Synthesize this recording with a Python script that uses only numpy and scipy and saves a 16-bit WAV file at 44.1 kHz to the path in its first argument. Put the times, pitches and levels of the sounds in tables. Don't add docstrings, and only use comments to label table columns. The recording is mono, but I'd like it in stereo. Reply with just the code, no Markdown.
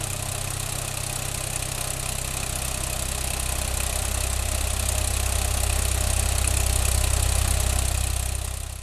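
import sys
import numpy as np
from scipy import signal
from scipy.fft import rfft, irfft
from scipy.io import wavfile
from scipy.ndimage import uniform_filter1d

SR = 44100
rng = np.random.default_rng(int(sys.argv[2]) if len(sys.argv) > 2 else 0)


def wav_out(sig):
    wavfile.write(sys.argv[1], SR, np.round(np.clip(np.atleast_2d(sig).T, -1, 1) * 32767).astype(np.int16))


N = 388958
TIME = np.arange(N) / SR

# knock_db, pump_hiss_db (against its knock)
CYLINDER_VOICES = [(1.3, -6), (-0.3, -9), (-0.6, -14)]


def gain_of(db):
    return 10 ** (np.asarray(db) / 20)


def unit_rms(x):
    return x / np.sqrt(np.mean(x ** 2) + 1e-20)


def coloured(x, spectrum):
    hz, db = np.transpose(spectrum)
    bins = np.fft.rfftfreq(N, 1 / SR)
    eq = gain_of(np.interp(np.log(bins + 1), np.log(hz), db))
    return unit_rms(irfft(rfft(x) * eq, N))


def noise(spectrum):
    return coloured(rng.standard_normal(N), spectrum)


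def wander(hz):
    steps = 4096
    bins = np.fft.rfftfreq(steps, TIME[-1] / steps)
    slow = irfft(rfft(rng.standard_normal(steps)) / (1 + (bins / hz) ** 4))
    return unit_rms(np.interp(TIME, np.linspace(0, TIME[-1], steps), slow))


def hump(peak_s, half_width_s):
    return 1 / (1 + ((TIME - peak_s) / half_width_s) ** 2)


def bursts(times, sizes_db, rise_s, t60_s):
    lead = SR // 50
    t = np.arange(-lead, SR // 5) / SR
    power = np.where(t < 0, np.exp(-(t / rise_s) ** 2), gain_of(-60 * abs(t) / t60_s) ** 2)
    at = np.clip(np.round(times * SR).astype(int), 0, N + lead)
    hits = np.bincount(at, gain_of(sizes_db) ** 2, N + lead)
    return np.sqrt(abs(signal.fftconvolve(hits, power)[lead:lead + N]))


def exhaust(beat, near_db, drone_db, lag=0.1, skew=0.42):
    # order, level_db, distance_power
    thud_orders = [(1, -39.5, 1.94), (2, -28, 1.11), (3, -32.5, 1), (4, -37, 0.088), (5, -51, 1.1)]
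    # order, level_db (against the drone)
    overtones = [(6, -23.5), (7, -25), (8, -35), (10, -18.5), (11, -27), (13, -27)]
    # order, centre_s, half_width_s, dip_db
    hollows = [(2, 0.38, 1.77, -22.5), (3, 2.58, 1.45, -12.5), (4, 5.1, 0.79, -25), (5, 4.5, 0.74, -11),
               (10, 4.6, .5, -8)]

    def order(k, level_db, flutter):
        dip_db = sum(db * hump(at, width) for j, at, width, db in hollows if j == k)
        tone = np.sqrt(2) * np.cos(2 * np.pi * (k * (beat - lag) + skew))
        return gain_of(level_db + dip_db) * (1 + flutter * wander(22)) * tone
    body = sum(order(k, db + power * near_db, flutter=0.047) for k, db, power in thud_orders)
    return body + sum(order(k, db + drone_db, flutter=0.42) for k, db in overtones)


def clatter(firings, cylinder, knock_db=-3.5, block_db=-3.0, pump_lead_s=0.0028, ring_delay_s=0.0036):
    # freq_hz, level_db
    knock_eq = [(300, -10), (1500, -16.5), (2150, -27), (2550, 2), (3050, -19), (4400, -1.5), (5200, -19),
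                (6300, -16), (7400, -2), (8400, 0.5), (9500, 4), (10700, 1), (12200, -5.5), (13800, -13)]
    # freq_hz, level_db
    block_eq = [(300, -19.5), (700, -0.5), (1100, -2.5), (1550, -8.5), (2150, -7.5), (2480, -5.5),
                (3200, -3), (4050, -1), (5100, -6), (6600, -0.5), (8200, 2.5), (10200, -4), (12200, -7),
                (13800, -22)]
    strength_db, pump_db = np.transpose(CYLINDER_VOICES)[:, cylinder]
    firing_scatter, knock_scatter_db = rng.standard_normal((len(firings), 2)).T
    strength_db = strength_db + 1.15 * firing_scatter
    knock = bursts(firings, strength_db + knock_scatter_db, rise_s=.0012, t60_s=.033)
    pump = bursts(firings - pump_lead_s, strength_db + pump_db, rise_s=.001, t60_s=.0054)
    ring = bursts(firings + ring_delay_s, .5 * strength_db, rise_s=.0042, t60_s=.09)
    starts = firings - 2 * pump_lead_s
    latest = np.maximum(np.searchsorted(starts, TIME) - 1, 0)
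    samples_since = np.round((TIME - starts[latest]) * SR).astype(int)

    def grain(spectrum, alike=.2):
        repeated = rng.standard_normal((len(CYLINDER_VOICES), SR))[cylinder[latest], samples_since]
        fresh = rng.standard_normal(N)
        return coloured(np.sqrt(alike) * repeated + np.sqrt(1 - alike) * fresh, spectrum)
    crack = gain_of(knock_db) * unit_rms(np.hypot(knock, pump)) * grain(knock_eq)
    return crack + gain_of(block_db) * unit_rms(ring) * grain(block_eq)


def mottled(x, patchy_db=1.9):
    frames = signal.stft(x, nperseg=256, noverlap=192)[2]
    patches = uniform_filter1d(rng.standard_normal(frames.shape), size=3, axis=0)
    patches = unit_rms(uniform_filter1d(patches, size=12, axis=1))
    dappled = signal.istft(frames * gain_of(patchy_db * patches), nperseg=256, noverlap=192)[1][:N]
    return np.std(x) * unit_rms(dappled)


def castings(firings, clatter_db, usual_db=-6, dull_hz=5200):
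    # pitch_hz, level_db, t60_s
    modes = [(1205, -10, .08), (1410, -14, .06), (1720, -16, .06), (1910, -14, .06), (2390, -4, .05),
             (2505, 0, .05), (2630, -1, .045), (2780, -4, .04), (3640, -6, .035), (4060, -4, .04),
             (4460, -4, .03), (5530, -9, .03), (7000, -3, .025), (8300, -3, .03), (9450, 0, .025),
             (11500, -5, .02)]
    # start_s, force_db
    clanks = [(.973, -35), (2.43, -28.5), (3.334, -30), (3.803, -30), (5.199, -30), (5.697, -26.5),
              (6.444, -27), (6.601, -31), (7.947, -27.5)]
    clank_s, clank_db = np.transpose(clanks)
    at = np.clip(np.round(np.r_[firings, clank_s] * SR).astype(int), 0, N - 1)
    usual = gain_of(np.interp(firings, TIME, clatter_db) + usual_db + rng.standard_normal(len(firings)))
    t, metal = np.arange(SR // 10) / SR, np.zeros(N)
    for hz, db, t60 in modes:
        hard = gain_of(clank_db) / (1 + (hz / dull_hz) ** 4)
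        force = np.r_[usual * rng.standard_normal(len(firings)), hard * rng.choice([-1, 1], len(hard))]
        ring = gain_of(db - 60 * t / t60) * np.sin(2 * np.pi * hz * t)
        metal += signal.oaconvolve(np.bincount(at, force, N), ring)[:N]
    return metal


def injector(firings, clatter_db, usual_db=6.8, spread_db=2.2):
    # start_s, level_db
    accents = [(0.041, -22), (.133, -20), (1.56, -16.5), (1.906, -18), (2.37, -20), (4.889, -19),
               (5.916, -20), (6.196, -16), (6.477, -16), (6.57, -17), (6.761, -18), (7.602, -22),
               (8.164, -17), (8.352, -15)]
    # freq_hz, level_db
    tick_eq = [(1000, -34), (5000, -34), (6800, -4), (7700, -3), (8500, -2), (9500, 3.5), (10300, -1.5),
               (11200, -16), (13800, -64)]
    accent_s, accent_db = np.transpose(accents)
    soft_db = np.interp(firings, TIME, clatter_db) + usual_db
    soft_db += spread_db * rng.standard_normal(len(firings))
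    soft = abs(firings[:, None] - accent_s).min(1) > .01
    times, sizes_db = np.r_[firings[soft], accent_s], np.r_[soft_db[soft], accent_db]
    return bursts(times, sizes_db, rise_s=.0008, t60_s=.013) * noise(tick_eq)


def gears(beat, level_db=-2, throb=0.018, lag=0.17, patchy_db=1.06):
    # freq_hz, level_db
    casing_eq = [(15, -22), (140, 0), (240, -1), (330, -0.5), (460, -3), (550, 3.5), (710, 7), (830, 2),
                 (950, -10), (1040, -0.5), (1380, -1.5), (1600, -6.5), (3500, -15)]
    load = 1 + throb * np.cos(2 * np.pi * (beat - lag))
    return gain_of(level_db + patchy_db * wander(22)) * load * noise(casing_eq)


def fan(beat, blades_per_firing=19 / 3, flutter=0.45, slip=0.046, swell_db=3):
    # harmonic, level_db (against the drone, before the swell), peak_s
    blade_tones = [(1, -17, 3.2), (2, -18, 6.3), (3, -13.5, 4.7), (4, -21, 6), (5, -20, 3.2)]
    angle = 2 * np.pi * (blades_per_firing * beat + slip * wander(3.7))
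    whine = np.zeros(N)
    for k, db, peak_s in blade_tones:
        level = gain_of(db + swell_db * hump(peak_s, half_width_s=1.2)) * (1 + flutter * wander(23.5))
        whine += level * np.cos(k * angle + 2 * np.pi * rng.random())
    return np.sqrt(2) * whine


def tiller(beat, strikes_per_firing=2.65, hum_db=-13, rumble_db=-7):
    # freq_hz, level_db
    earth_eq = [(15, -6), (46, 2), (62, 3), (82, -4.5), (105, -1), (135, -19), (250, -28), (1000, -68)]
    strikes = np.sqrt(2) * np.cos(2 * np.pi * strikes_per_firing * beat) * (1 + .5 * wander(3.1))
    return gain_of(hum_db) * strikes + gain_of(rumble_db) * noise(earth_eq)


def soil(level_db=-7.5, crumbs_per_s=6000, spread_db=2.6):
    # freq_hz, level_db
    hood_eq = [(300, 7.5), (1500, -1.5), (1900, 12), (2200, 5.5), (2500, 12.5), (3000, 9.5), (4200, 8),
               (5100, 4), (7700, 4.5), (10500, -0.5), (13800, -23.5)]
    size = gain_of(spread_db * np.minimum(rng.exponential(1, N), 5)) * rng.standard_normal(N)
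    lands = rng.random(N) < crumbs_per_s / SR
    return gain_of(level_db) * coloured(size * lands, hood_eq)


def scene():
    # time_s, firing_rate_hz
    engine_speed = [(0.0, 32.23), (0.72, 32.08), (1.52, 32.247), (3.23, 32.066), (4.8, 32.294),
                    (6.74, 31.898), (7.59, 32.132), (8.31, 31.838), (8.82, 32.391)]
    firing_hz = np.interp(TIME, *np.transpose(engine_speed))
    beat = -1.276 + np.cumsum(firing_hz) / SR
    count = np.arange(np.ceil(beat[0]), beat[-1]).astype(int)
    firings, cylinder = np.interp(count, beat, TIME), count % len(CYLINDER_VOICES)
    start_m, approach_m_per_s = 13.2, 0.69
    near_db = 20 * np.log10(start_m / (start_m - approach_m_per_s * TIME))
    clatter_db, drone_db = -33.5 + near_db, -37 + 0.82 * near_db
    bright = gain_of(clatter_db) * (mottled(clatter(firings, cylinder)) + soil())
    metal = castings(firings, clatter_db) + injector(firings[cylinder == 0], clatter_db)
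    drone = gain_of(drone_db) * (gears(beat) + fan(beat) + tiller(beat))
    thuds = exhaust(beat, near_db, drone_db)
    return np.array([bright + metal + drone + thuds] * 2)


def record(dry):
    fade_start_s, fade_s, cutoff_hz = 7.462, 1.62, 13950
    faded = dry * np.clip(1 - (TIME - fade_start_s) / fade_s, 0, 1)
    lowpass = signal.firwin(361, cutoff_hz, window=("kaiser", 9), fs=SR)
    return signal.oaconvolve(faded, lowpass[None], "same")


dry = scene()
out = record(dry)
wav_out(out)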